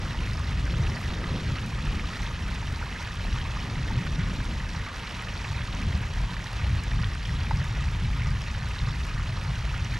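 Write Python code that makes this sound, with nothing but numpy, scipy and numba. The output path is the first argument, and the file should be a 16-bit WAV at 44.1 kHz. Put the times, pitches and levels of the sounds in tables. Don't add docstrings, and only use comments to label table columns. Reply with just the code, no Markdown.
import sys
import numpy as np
from scipy import signal
from scipy.fft import rfft, irfft, next_fast_len
from scipy.io import wavfile
from scipy.ndimage import uniform_filter1d, map_coordinates
from numba import njit

SR = 44100
rng = np.random.default_rng(int(sys.argv[2]) if len(sys.argv) > 2 else 0)


def generate_wav(sig):
    pcm = np.round(np.clip(np.atleast_2d(sig).T, -1, 1) * 32767).astype(np.int16)
    wavfile.write(sys.argv[1], SR, pcm)


N = 440559
TOP_HZ = 14900


def amp(db):
    return 10 ** (np.asarray(db) / 20)


def unit(x):
    return x / np.sqrt(np.mean(x ** 2) + 1e-20)


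def along(points, hz):
    point_hz, value = np.transpose(points)
    return np.interp(np.log(hz + 1), np.log(point_hz + 1), value)


def curves(rows):
    time_s, *columns = np.transpose(rows)
    return [np.interp(np.arange(N) / SR, time_s, column) for column in columns]


def wobble(rate):
    points = rng.standard_normal(int(N * rate / SR) + 4)
    return map_coordinates(points, [np.arange(N) * rate / SR])


def filtered(x, response):
    size = next_fast_len(N + SR // 2)
    hz = np.fft.rfftfreq(size, 1 / SR)
    return irfft(rfft(x, size) * response(hz), size)[..., :N]


def coloured(x, spectrum):
    return unit(filtered(x, lambda hz: amp(along(spectrum, hz))))


def steady(x, span_s):
    power = uniform_filter1d(x ** 2, int(span_s * SR))
    return x / np.sqrt(np.abs(power) + 1e-9)


def swells(rows):
    t = np.arange(N) / SR
    gain = 0
    for centre_s, level_db, length_s in rows:
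        phase = np.clip((t - centre_s) / length_s, -.5, .5)
        gain = gain + amp(level_db) * np.cos(np.pi * phase) ** 2
    return gain


def bursts(rows, attack_s, t60, spectrum):
    t = np.arange(N) / SR
    level = 0
    for start_s, level_db in rows:
        attack = np.clip((t - start_s) / attack_s, 0, 1)
        level = level + amp(level_db - 60 * np.abs(t - start_s) / t60) * attack
    return level * coloured(rng.standard_normal(N), spectrum)


@njit
def ringing(start, size, hz, t60, rise, n, sr):
    out = np.zeros(n)
    for k in range(len(start)):
        first = int(start[k] * sr)
        for i in range(max(0, -first), min(int(t60[k] * sr), n - first)):
            age = i / sr / t60[k]
            cycle = hz[k] * i / sr * (1 + rise[k] * age / 2)
            swell = 1 - np.exp(-3 * cycle)
            decay = np.exp(-np.log(1000) * age)
            out[first + i] += size[k] * swell * decay * np.sin(2 * np.pi * cycle)
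    return out


def bubbles(clumps, count, low_hz, high_hz, spread_s, spread_oct, cycles, clump_db, size_db, rise):
    rows = int(clumps * N / SR)
    draw = rng.random((rows, 3 + 5 * count))
    when, kind, weight = draw[:, :3].T[..., None]
    delay, detune, size, life, slide = np.split(draw[:, 3:], 5, axis=1)
    start = when * N / SR + spread_s * delay ** 2
    hz = low_hz * (high_hz / low_hz) ** kind * 2 ** (spread_oct * (2 * detune - 1))
    hz = np.minimum(hz, TOP_HZ)
    gain = hz * amp(clump_db * weight ** 2 + size_db * size ** 2)
    t60 = cycles * (.5 + life) / hz
    return ringing(start.ravel(), gain.ravel(), hz.ravel(), t60.ravel(), 2 * rise * slide.ravel(), N, SR)


def waterfall(flow_db):
    # start_s, strength_db
    gush = [(0.0, -40.5), (0.5, -41.5), (1.55, -40), (1.68, -43), (1.78, -41), (2.2, -40), (2.45, -41.5),
            (2.7, -42.5), (3.06, -40.5), (3.2, -41), (4.4, -41.5), (5.8, -40), (6.05, -42.5), (6.59, -41),
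            (7.15, -41.5), (7.76, -41.5), (7.9, -43.5), (8.2, -41.5), (9.0, -41.5), (9.99, -41)]
    # pitch_hz, likeness (0 to 1)
    alike = [(400, 0.86), (1200, 0.92), (2600, 0.99), (4200, 1), (6300, 0.98), (7200, 0.78), (8200, 0.38),
             (10000, 0.77), (12300, 0.67)]
    gush_db, = curves(gush)
    surge_db = .7 * (gush_db - gush_db.mean()) + .4 * wobble(22) + .6 * wobble(80)

    def turn(hz):
        return np.arccos(np.clip(along(alike, hz), 0, 1)) / 2

    middle = filtered(splashing(), lambda hz: np.cos(turn(hz)))
    flanks = filtered(splashing(), lambda hz: np.sin(turn(hz)))
    return np.array([middle + flanks, middle - flanks]) * amp(flow_db + surge_db)


def splashing():
    # pitch_hz, relative level_db
    water_colour = [(150, -7.5), (400, -1), (720, -3), (920, -.5), (2100, -3), (3000, -4.5), (4000, -6.5),
                    (5500, -11.5), (7000, -16.5), (8300, -21), (10000, -25.5), (12300, -30.5),
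                    (14000, -38.5), (15000, -63)]
    trickle = bubbles(clumps=270, count=2, low_hz=520, high_hz=3390, spread_s=.012, spread_oct=.45,
                      cycles=22, clump_db=4, size_db=7, rise=0.14)
    chirps = bubbles(clumps=150, count=1, low_hz=857.0, high_hz=5970, spread_s=.03, spread_oct=0.31,
                     cycles=56, clump_db=3, size_db=7, rise=.22)
    fizz = bubbles(clumps=400, count=3, low_hz=2600, high_hz=12340, spread_s=.007, spread_oct=0.31,
                   cycles=16.6, clump_db=2, size_db=5.5, rise=0.06)
    ticks = amp(1.3 * wobble(10)) * coloured(spray(rate=1500, size_db=10), water_colour)
    mist_colour = [(4000, -30), (7000, 0), (9000, -1), (12300, -3), (14000, -13), (15000, -40)]
    mist = amp(3.5 * wobble(12)) * coloured(spray(rate=260, size_db=18), mist_colour)
    rush = coloured(rng.standard_normal(N), water_colour)
    ring = amp(-6.0) * coloured(trickle, water_colour)
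    ring += amp(-11.0) * coloured(chirps, water_colour)
    ring += amp(-10.5) * coloured(fizz, water_colour)
    return ring + amp(-9.0) * ticks + amp(-33.5) * mist + amp(-6.5) * rush


def spray(rate, size_db):
    when, size, sign = rng.random((int(rate * N / SR), 3)).T
    clicks = np.sign(sign - .5) * amp(size_db * size ** 2)
    return np.bincount((when * N).astype(int), clicks, N)


def hollows(x):
    # pitch_hz, width_hz, boost_db
    gaps = [(935, 70, 2.5), (1236, 73, 3.5), (1873, 500, 4), (2590, 53, 4), (5650, 700, 2.5)]

    def response(hz):
        total = amp(-0.33)
        for centre, width, boost_db in gaps:
            band = 1j * hz * width / (centre * centre - hz * hz + 1j * hz * width)
            total = total * (1 + (amp(boost_db) - 1) * band)
        return total

    return filtered(x, response)


def gulps(count=2):
    # start_s, level_db, starting pitch_hz,
    # cycles (at that pitch) until it dies away
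    pockets = [(0.146, -29.5, 875, 22), (0.189, -25, 3000, 24), (0.400, -31, 1120, 22),
               (0.678, -26, 1530, 22), (0.870, -26, 2550, 26), (0.990, -32, 690, 22),
               (1.567, -29, 1270, 24), (1.585, -24, 2670, 24), (1.996, -22, 2170, 20),
               (2.131, -30, 1890, 22), (2.231, -29, 2420, 22), (2.265, -23, 3350, 22),
               (2.626, -29, 870, 28), (2.814, -29, 920, 26), (2.827, -23, 1440, 20), (3.073, -28, 1630, 24),
               (3.250, -30.5, 685, 16), (3.361, -27, 1120, 22), (3.386, -25, 3000, 18),
               (3.414, -24, 3080, 26), (3.453, -30.5, 1000, 39), (3.569, -26, 1130, 39),
               (3.908, -27, 860, 22), (3.977, -27, 2350, 32), (4.403, -25, 1630, 22),
               (5.037, -31, 1120, 22), (5.446, -23, 2580, 23), (5.729, -27, 2840, 20),
               (6.343, -30, 1120, 24), (6.367, -24.5, 1800, 26), (7.035, -25.5, 1720, 24),
               (7.044, -19.5, 3350, 18), (7.253, -23.5, 3100, 29), (7.413, -28, 2580, 32),
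               (7.511, -26.5, 770, 22), (8.219, -23.5, 2060, 26), (8.800, -28, 2130, 22),
               (8.874, -29, 1170, 29), (8.926, -28, 1620, 24), (9.092, -30, 2560, 24),
               (9.196, -27, 1190, 24), (9.373, -25.5, 1200, 22), (9.742, -26, 1370, 24)]
    s, db, hz, cycles = np.transpose(pockets)[..., None]
    delay, detune, size = np.split(rng.random((len(s), 3 * count)), 3, axis=1)
    follower = np.arange(count) > 0
    start = s + 0.006 * delay * follower
    pitch = hz * 2 ** (follower * (0.5 * detune + 0.18))
    gain = amp(db - follower * (6 + 10 * size))
    t60 = cycles / pitch
    rise = np.repeat(.1 * (cycles / 22) ** 3, count)
    return ringing(start.ravel(), gain.ravel(), pitch.ravel(), t60.ravel(), rise, N, SR)


def gurgles():
    # crest_s, level_db at the crest, length_s
    clouds = [(1.58, -42, .06), (1.97, -42, 0.11), (3.04, -42, .12), (3.39, -41, 0.063), (4.2, -43, 0.12),
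              (4.88, -39, .09), (5.04, -43, .11), (5.58, -43, .08), (6.61, -41, 0.073), (7.77, -45, 0.11),
              (8.26, -43, 0.088), (9.1, -41, 0.1), (9.2, -45, .06), (9.95, -41, .1)]
    churn = bubbles(clumps=700, count=1, low_hz=1200, high_hz=3000, spread_s=.01, spread_oct=.2,
                    cycles=20, clump_db=2, size_db=3, rise=.12)
    colour = [(700, -9), (1200, 3), (2000, 0), (2800, -3), (4200, 0)]
    return swells(clouds) * coloured(churn, colour)


def plinks():
    # start_s, level_db, starting pitch_hz
    droplets = [(0.334, -27, 4900), (0.371, -30, 5080), (0.655, -30, 5800), (0.900, -26, 5140),
                (2.22, -27.5, 5450), (2.76, -27.5, 4400), (3.602, -28.5, 5130), (3.700, -27, 4550),
                (4.692, -30, 5450), (4.763, -30, 4220), (5.074, -26, 4100), (5.376, -26, 4390),
                (5.727, -26, 3680), (5.750, -27, 5800), (5.953, -27, 4390), (6.443, -27, 5750),
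                (6.470, -26, 3960), (7.026, -25, 4550), (7.257, -29.5, 5420), (7.572, -27, 5080),
                (8.419, -26, 5200), (8.791, -21.5, 3980), (9.847, -25.5, 5800)]
    s, db, hz = np.transpose(droplets).copy()
    return ringing(s, amp(db), hz, 22 / hz, np.full_like(s, .08), N, SR)


def slaps():
    # start_s, starting level_db
    smacks = [(1.241, -30), (4.0675, -25), (7.0335, -26), (7.152, -33), (7.509, -29.5)]
    colour = [(400, -30), (900, -6), (1700, 0), (2700, -7), (3800, -28), (8000, -80)]
    return bursts(smacks, .001, .028, colour)


def spatters():
    # start_s, starting level_db
    splats = [(0.333, -43), (0.393, -43), (0.783, -42), (1.661, -43), (1.8524, -42), (2.545, -42),
              (2.723, -43.5), (3.026, -46), (3.140, -45), (3.154, -44), (4.444, -43), (5.092, -44.5),
              (5.221, -43), (5.976, -44.5), (6.137, -45.5), (6.530, -43.5), (6.8365, -37.5), (7.150, -45),
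              (7.559, -45), (7.642, -44), (7.685, -45), (8.688, -42), (9.051, -46), (9.066, -46)]
    colour = [(1000, -17), (5000, 6), (9000, 0), (12500, -9), (14800, -40)]
    return bursts(splats, .0003, .016, colour)


def plop():
    # start_s, level_db, starting pitch_hz, t60_s (time to fall 60 dB)
    drop = [(7.5095, -18.5, 880, .034)]
    s, db, hz, t60 = np.transpose(drop).copy()
    tick = ringing(s, amp(db - 5), hz * 3.3, t60 / 12, np.zeros_like(s), N, SR)
    bubble = ringing(s, amp(db), hz, t60, np.full_like(s, .08), N, SR)
    no_bass = signal.butter(2, 650, "high", fs=SR, output="sos")
    return signal.sosfilt(no_bass, tick + bubble)


def garden(x, t60, echo_db):
    t = np.arange(SR // 4) / SR
    tail = rng.standard_normal((2, len(t))) * amp(-60 * t / t60)
    scatter = signal.fftconvolve(x, tail / np.linalg.norm(tail[0]), axes=1)[:, :N]
    return x + amp(echo_db) * scatter


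def from_the_right(x):
    # pitch_hz, left minus right level_db
    lean = [(500, 0.5), (1050, -1.5), (1280, -1.5), (1600, -3.2), (2300, -2), (4300, -1), (6600, -1),
            (9000, -3), (10700, 1.3), (14000, -0.5)]
    # pitch_hz, phase by which left leads (radians)
    lead = [(300, -0.18), (650, -0.15), (900, -0.44), (1450, -0.36), (1800, -0.13), (3000, -0.4),
            (4200, -0.55), (6600, -0.024), (7500, -0.096), (9700, 0.43), (13000, -0.21)]
    sides = np.array([[1], [-1]])

    def response(hz):
        loudness = amp(sides * along(lean, hz) / 2)
        return loudness * np.exp(.5j * sides * along(lead, hz))

    return filtered(x, response)


def breeze():
    # pitch_hz, relative level_db
    rumble_colour = [(10, -32), (28, -7), (43, 2.5), (60, -1), (100, -2.5), (135, -7), (190, -19.5),
                     (300, -47), (600, -90)]
    flutter_colour = [(60, -6), (120, -5.5), (170, 0), (250, -7), (330, -15), (500, -28.5), (900, -38),
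                      (2500, -82)]
    # start_s, level_db
    rumble_level = [(0, -34), (0.17, -27.5), (0.4, -29), (0.65, -26.5), (0.88, -25), (0.97, -31.5),
                    (1.95, -29.5), (2.2, -33), (2.75, -30), (2.93, -36), (3.35, -27.5), (3.57, -33),
                    (3.72, -29.5), (4.2, -29), (4.3, -30.5), (4.78, -31), (4.87, -38), (5.35, -35),
                    (5.62, -28), (5.8, -35.5), (5.88, -23.5), (6.1, -32.5), (6.24, -25), (6.36, -35),
                    (6.52, -34), (6.62, -26), (7.2, -29), (7.6, -27), (7.85, -27.5), (8.25, -27),
                    (8.5, -29.5), (9.99, -29)]
    # start_s, level_db
    flutter_level = [(0, -38.5), (0.8, -38), (1.4, -34), (1.7, -39), (1.92, -37.5), (2.25, -40.5),
                     (2.48, -40.5), (2.73, -42), (3.1, -45), (3.37, -39.5), (3.58, -42), (3.75, -37.5),
                     (4.35, -34.5), (4.5, -38.5), (5.08, -44), (5.55, -44.5), (5.9, -37), (6.06, -40.5),
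                     (6.5, -44), (7.0, -41), (7.2, -42.5), (8.1, -42), (8.55, -44.5), (8.95, -42.5),
                     (9.7, -45.5), (9.99, -40)]
    # start_s, level_db
    whoosh_level = [(0, -49), (0.6, -55.5), (0.78, -42), (1.05, -52), (1.3, -43), (1.85, -57), (3.0, -60.5),
                    (3.75, -52), (4.25, -53), (5.05, -56), (5.55, -64), (5.92, -50), (6.3, -62.5),
                    (9.99, -62)]
    whoosh_colour = [(150, -18), (320, 7.0), (520, 7.0), (800, -5.5), (1600, -44), (4000, -100)]
    rumble_db, = curves(rumble_level)
    flutter_db, = curves(flutter_level)
    whoosh_db, = curves(whoosh_level)
    swell_rate = 14
    rumble_swell_db, flutter_swell_db = 1.1, 1.6

    rumble = steady(coloured(rng.standard_normal(N), rumble_colour), span_s=0.28)
    rumble = amp(rumble_db + rumble_swell_db * wobble(swell_rate)) * rumble
    eddies = rng.standard_normal(N) + amp(-17.5) * rng.standard_normal((2, N))
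    flutter_gain = amp(flutter_db - 0.27 + flutter_swell_db * wobble(swell_rate))
    flutter = flutter_gain * coloured(eddies, flutter_colour)
    whoosh_gain = amp(whoosh_db - 0.5 + flutter_swell_db * wobble(swell_rate))
    whoosh = whoosh_gain * coloured(rng.standard_normal(N), whoosh_colour)
    return (rumble + flutter + whoosh) * amp([[.2], [-.2]])


def buffets():
    # crest_s, level_db at the crest, length_s
    thumps = [(0.79, -31, 0.19), (1.51, -28, .16), (1.86, -28.5, 0.1), (4.0, -27, 0.14), (4.2, -26, 0.11),
              (5.95, -29, 0.11), (6.72, -30, 0.13), (7.02, -30, 0.32), (7.32, -34, .16), (7.58, -25, 0.15),
              (8.06, -26.5, 0.12), (8.28, -27.5, 0.21), (8.86, -29.5, .16), (9.5, -35.5, .16)]
    colour = [(40, -20), (80, -3), (125, 0), (165, -5), (215, -21), (310, -48), (700, -120)]
    return swells(thumps) * steady(coloured(rng.standard_normal(N), colour), span_s=.06)


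def scene():
    water = hollows(waterfall(flow_db=-40.0))
    water = water + gulps() + gurgles() + plinks() + slaps() + spatters() + plop()
    across_pond = from_the_right(garden(water, t60=0.36, echo_db=-15.5))
    return across_pond + breeze() + buffets()


def record(dry):
    return filtered(dry, lambda hz: hz < TOP_HZ)


dry = scene()
out = record(dry)
generate_wav(out)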